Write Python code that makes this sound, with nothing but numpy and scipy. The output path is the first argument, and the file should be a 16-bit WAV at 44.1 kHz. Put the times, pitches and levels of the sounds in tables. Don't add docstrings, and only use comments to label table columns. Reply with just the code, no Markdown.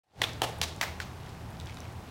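import sys
import numpy as np
from scipy import signal
from scipy.fft import rfft, irfft, next_fast_len
from scipy.io import wavfile
from scipy.ndimage import uniform_filter1d

SR = 44100
rng = np.random.default_rng(int(sys.argv[2]) if len(sys.argv) > 2 else 0)


def waveform_to_disk(signal):
    frames = np.transpose(np.atleast_2d(signal))
    scaled = np.clip(frames, -1, 1) * 32767
    samples = np.round(scaled).astype(np.int16)
    wavfile.write(sys.argv[1], SR, samples)


def amplitude_ratio(level_db):
    exponent = np.asarray(level_db, float) / 20
    return 10 ** exponent


N = 92610

# (frequency [Hz], level [dB])
HISS_SPECTRUM = [(25, -24), (87, -4.5), (300, -15), (560, -20), (800, -16.5), (1700, -28), (4000, -35.5),
                 (16000, -47)]
# (frequency [Hz], bandwidth [Hz], level [dB])
PUMPS = [(81.5, 6.9, -54), (117.2, 5.8, -55.5), (161, 28, -61.5), (53.6, 34, -63.5), (220.4, 52, -69.5)]
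# (time [s], peak level [dB], pitch [Hz])
DRIPS = [(0.334, -43.5, 5160), (0.586, -45, 8800), (.763, -44, 6500), (1.053, -48, 11000),
         (1.157, -67.5, 1646), (1.2627, -45.5, 3000), (1.292, -47.5, 4640), (1.505, -50, 9100),
         (1.6004, -38, 3540), (1.611, -43.5, 3470), (1.659, -47, 6140), (1.671, -42, 3140),
         (1.6958, -40.5, 2260), (1.707, -46, 3000), (1.744, -46.5, 6500), (1.7706, -40.5, 3480),
         (1.785, -53, 4500), (1.804, -39.5, 5470), (1.843, -50.5, 4150), (1.854, -44.5, 2230),
         (1.925, -50, 8000), (2.09, -49.5, 3450)]
# (time [s], level [dB])
STIRRING = [(0, -57), (1.1, -70.5), (1.27, -62), (1.42, -68), (1.6, -67), (1.68, -60), (1.82, -61.5),
            (1.95, -68.5), (2.1, -66.5)]
# (delay [s], scatter [s], level [dB])
WALLS = [(0.021, 0.0068, 4), (0.07, 0.0078, -12)]
# (frequency [Hz], T60 [s])
REVERBERATION = [(300, 1), (1000, 0.48), (4000, .5), (8000, 0.41), (15000, 0.36)]
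# (time [s], strength [dB], low ring [Hz], high ring [Hz])
KNOCKS = [
    (0.2177, -15, 2030, 3630),
    (0.419, -14, 840, 3150),
    (0.615, -17, 2130, 3700),
    (0.8123, -18, 970, 2120),
    (1.002, -25, 1630, 4950),
    (.02, -13, 810, 3000),
]
# (crunch decay [s], scrape [dB], first impact [dB], low ring [dB], high ring [dB])
CONTACTS = [(0.0036, -6, 11.5, 11.5, 8), (0.0019, -12, 17, 4.5, 10), (0.0028, -42, 9, 3, 6),
            (0.0038, -18, 4, 6, 8.5), (0.0037, -21, 9, 10.5, 4), (0.0022, -12, 11, 3, 7)]
# (echo [dB], tail [dB], low ring [dB], high ring [dB])
ANSWERS = [(-5, -7, 1.5, 6.5), (-1.5, -3.5, 7, 7.5), (-2, -5.5, -1, 4), (-4, -3.5, 4.5, 6),
           (-7, -7.5, -1, -2), (-6, -3.5, 8.5, -3)]
# (delay [s], level [dB], ring [Hz])
SLAPS = [(.0222, -5.5, 3370), (.022, -10, 770), (0.011, -21.5, 4400), (.019, -9, 1790), (0.014, -18, 3700),
         (0.018, -12, 570)]
GRIP_HZ = [180, 320, 700, 1400, 2800, 5500, 10000, 16000]
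GRIPS = [
    [-28, -6.5, -2.5, -4.5, -4.5, -12, -20.5, -25],
    [-28, -10, -4, -11.5, -15.5, -19, -24.5, -30.5],
    [-33, -6.5, -0.5, -6, -2.5, -4.5, -14, -24],
    [-35, -12.5, -5, -5.5, -8, -11.5, -22.5, -21.5],
    [-29, -24, -12.5, -4.5, -8.5, -10.5, -25.5, -28],
    [-22, -7.5, -5, -11, -12, -18.5, -23, -34],
]
# (time [s], gain [dB])
FADE_IN = [(.035, -47), (.12, -23), (.17, -7), (.2, 4), (.27, 5.5)]

HISS_DB = -55
DRIP_CYCLES, DRIP_PITCH_RISE = 6.4, 0.14
TICK_DB, TICK_T60_S, TICK_WIDTH = -8, 0.0061, 1.4
FIZZ_PER_S, FIZZ_HZ, FIZZ_CYCLES = 1100, 3000, 1.95
FIZZ_PITCH_SPREAD, FIZZ_LEVEL_SPREAD_DB = 0.49, 4.5
FACET_SPREAD_DB, TAIL_RISE_S = 3.5, 0.0031
SHELL_Q, SCRAPE_S, SLAP_RING_DB = 3.9, 0.0018, 26
START_S, TOP_HZ = 0.035, 15900


def unit(x):
    return x / np.sqrt(np.mean(x ** 2) + 1e-20)


def along(points, hz):
    f, v = np.transpose(points)
    return np.interp(np.log(hz + 1), np.log(f + 1), v)


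def over_time(points):
    s, level_db = np.transpose(points)
    return amplitude_ratio(np.interp(np.arange(N) / SR, s, level_db))


def filtered(x, response):
    m = next_fast_len(len(x) + 8192)
    return irfft(rfft(x, m) * response(np.fft.rfftfreq(m, 1 / SR)), m)[:len(x)]


def peak(f, hz, width_hz):
    return 1j * f * width_hz / (hz * hz - f * f + 1j * f * width_hz)


def add(track, s, x):
    part = track[round(s * SR):][:len(x)]
    part += x[:len(part)]


def background():
    hiss = filtered(rng.standard_normal(N), lambda f: amplitude_ratio(along(HISS_SPECTRUM, f)))
    hiss = hiss / np.std(filtered(hiss, lambda f: f > 250))
    hum = np.zeros(N)
    for hz, width_hz, db in PUMPS:
        drone = filtered(rng.standard_normal(N), lambda f: peak(f, hz, width_hz) ** 2)
        hum += amplitude_ratio(db) * unit(drone)
    return amplitude_ratio(HISS_DB) * hiss + hum


def facets(size):
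    unevenness = amplitude_ratio(FACET_SPREAD_DB * rng.standard_normal(size))
    return unit(rng.standard_normal(size) * unevenness)


def rocks(echo_db, tail_db):
    t = np.arange(SR // 2) / SR
    density = sum(amplitude_ratio(db) * np.exp(-.5 * ((t - s) / spread) ** 2) for s, spread, db in WALLS)
    walls = density * facets(len(t))
    hz, frame_s, z = signal.stft(rng.standard_normal(len(t)), SR, nperseg=256)
    decay = amplitude_ratio(-60 * frame_s / along(REVERBERATION, hz)[:, None])
    tail = signal.istft(z * decay, SR, nperseg=256)[1][:len(t)]
    tail = tail * (1 - np.exp(-t / TAIL_RISE_S))
    return amplitude_ratio(echo_db) * walls / np.linalg.norm(walls) + amplitude_ratio(tail_db) * tail / np.linalg.norm(tail)


def bubble(hz, cycles, t):
    u = t * hz / cycles
    phase = 2 * np.pi * hz * t * (1 + DRIP_PITCH_RISE * np.minimum(u, 2) / 2)
    return np.sin(phase) * np.exp(-2 * u) * (1 - np.exp(-20 * u))


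def drips(t):
    out = np.zeros(N)
    for s, db, hz in DRIPS:
        splash = filtered(rng.standard_normal(len(t)), lambda f: peak(f, 1.35 * hz, TICK_WIDTH * hz) ** 2)
        tick = amplitude_ratio(TICK_DB - 60 * t / TICK_T60_S) * unit(splash)
        add(out, s, amplitude_ratio(db) * (bubble(hz, DRIP_CYCLES, t) + tick))
    return out


def fizz(t):
    count = 2400
    draw = rng.standard_normal((count, 2))
    start = (np.cumsum(rng.exponential(size=count)) * SR / FIZZ_PER_S).astype(int)
    hz = np.clip(FIZZ_HZ * np.exp(FIZZ_PITCH_SPREAD * draw[:, :1]), 500, 14000)
    grains = amplitude_ratio(FIZZ_LEVEL_SPREAD_DB * draw[:, 1:]) * bubble(hz, FIZZ_CYCLES, t)
    samples = start[:, None] + np.arange(len(t))
    out = np.bincount(samples.ravel(), grains.ravel(), N)[:N]
    return unit(out) * over_time(STIRRING)


def water():
    t = np.arange(512) / SR
    wet = drips(t) + fizz(t)
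    return wet + signal.fftconvolve(wet, rocks(-20, -8))[:N]


def struck(force, grip, rings):
    f = np.fft.rfftfreq(4096, 1 / SR)
    level_db = along(grip, f) + sum(db * np.abs(peak(f, hz, hz / SHELL_Q)) ** 2 for hz, db in rings)
    ceps = irfft(np.log(amplitude_ratio(np.maximum(level_db, -60))))
    ceps[1:2048] *= 2
    ceps[2049:] = 0
    return signal.fftconvolve(force, irfft(np.exp(rfft(ceps))))[:len(force)]


def crunch_force(t, decay_s, scrape_db, impact_db):
    scrape = amplitude_ratio(scrape_db) * np.exp(-(t / SCRAPE_S) ** 2)
    shape = np.where(t < 0, scrape, np.exp(-t / decay_s))
    spectrum = rfft(shape * facets(len(t)))
    spectrum = spectrum / uniform_filter1d(np.abs(spectrum), size=15)
    force = irfft(spectrum, len(t)) * np.minimum(1, 4 * shape)
    return force / np.abs(force).max() - amplitude_ratio(impact_db) * (t == 0) / 2


def shell():
    out = np.zeros(N)
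    t = (np.arange(1536) - 256) / SR
    click = 1. * (t == 0)
    for knock, grip_db, contact, answer, slap_face in zip(KNOCKS, GRIPS, CONTACTS, ANSWERS, SLAPS):
        s, db, *ring_hz = knock
        decay_s, scrape_db, impact_db, *near_db = contact
        echo_db, tail_db, *far_db = answer
        slap_s, slap_db, slap_hz = slap_face
        grip = list(zip(GRIP_HZ, grip_db))
        blow = struck(crunch_force(t, decay_s, scrape_db, impact_db), grip, zip(ring_hz, near_db))
        blow = amplitude_ratio(db) * blow / np.abs(blow).max()
        far = struck(click, grip, zip(ring_hz, far_db))
        slap = struck(click, grip, [(slap_hz, SLAP_RING_DB)])
        far = far * np.linalg.norm(blow) / np.linalg.norm(far)
        slap = slap * np.linalg.norm(blow) / np.linalg.norm(slap)
        start_s = s + t[0]
        add(out, start_s, blow)
        add(out, start_s + slap_s, amplitude_ratio(slap_db) * slap)
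        add(out, start_s, signal.fftconvolve(far, rocks(echo_db, tail_db)))
    return out


def scene():
    return (background() + water() + shell())[None]


def band_limit(x):
    return signal.sosfilt(signal.butter(12, 16820, fs=SR, output="sos"), x)


def record(dry):
    x = filtered(dry[0], lambda f: amplitude_ratio(-25 * np.clip((f - TOP_HZ) / 300, 0, 1)))
    x = x * over_time(FADE_IN) * (np.arange(N) > START_S * SR)
    return band_limit(x[None])


dry = scene()
out = record(dry)
waveform_to_disk(out)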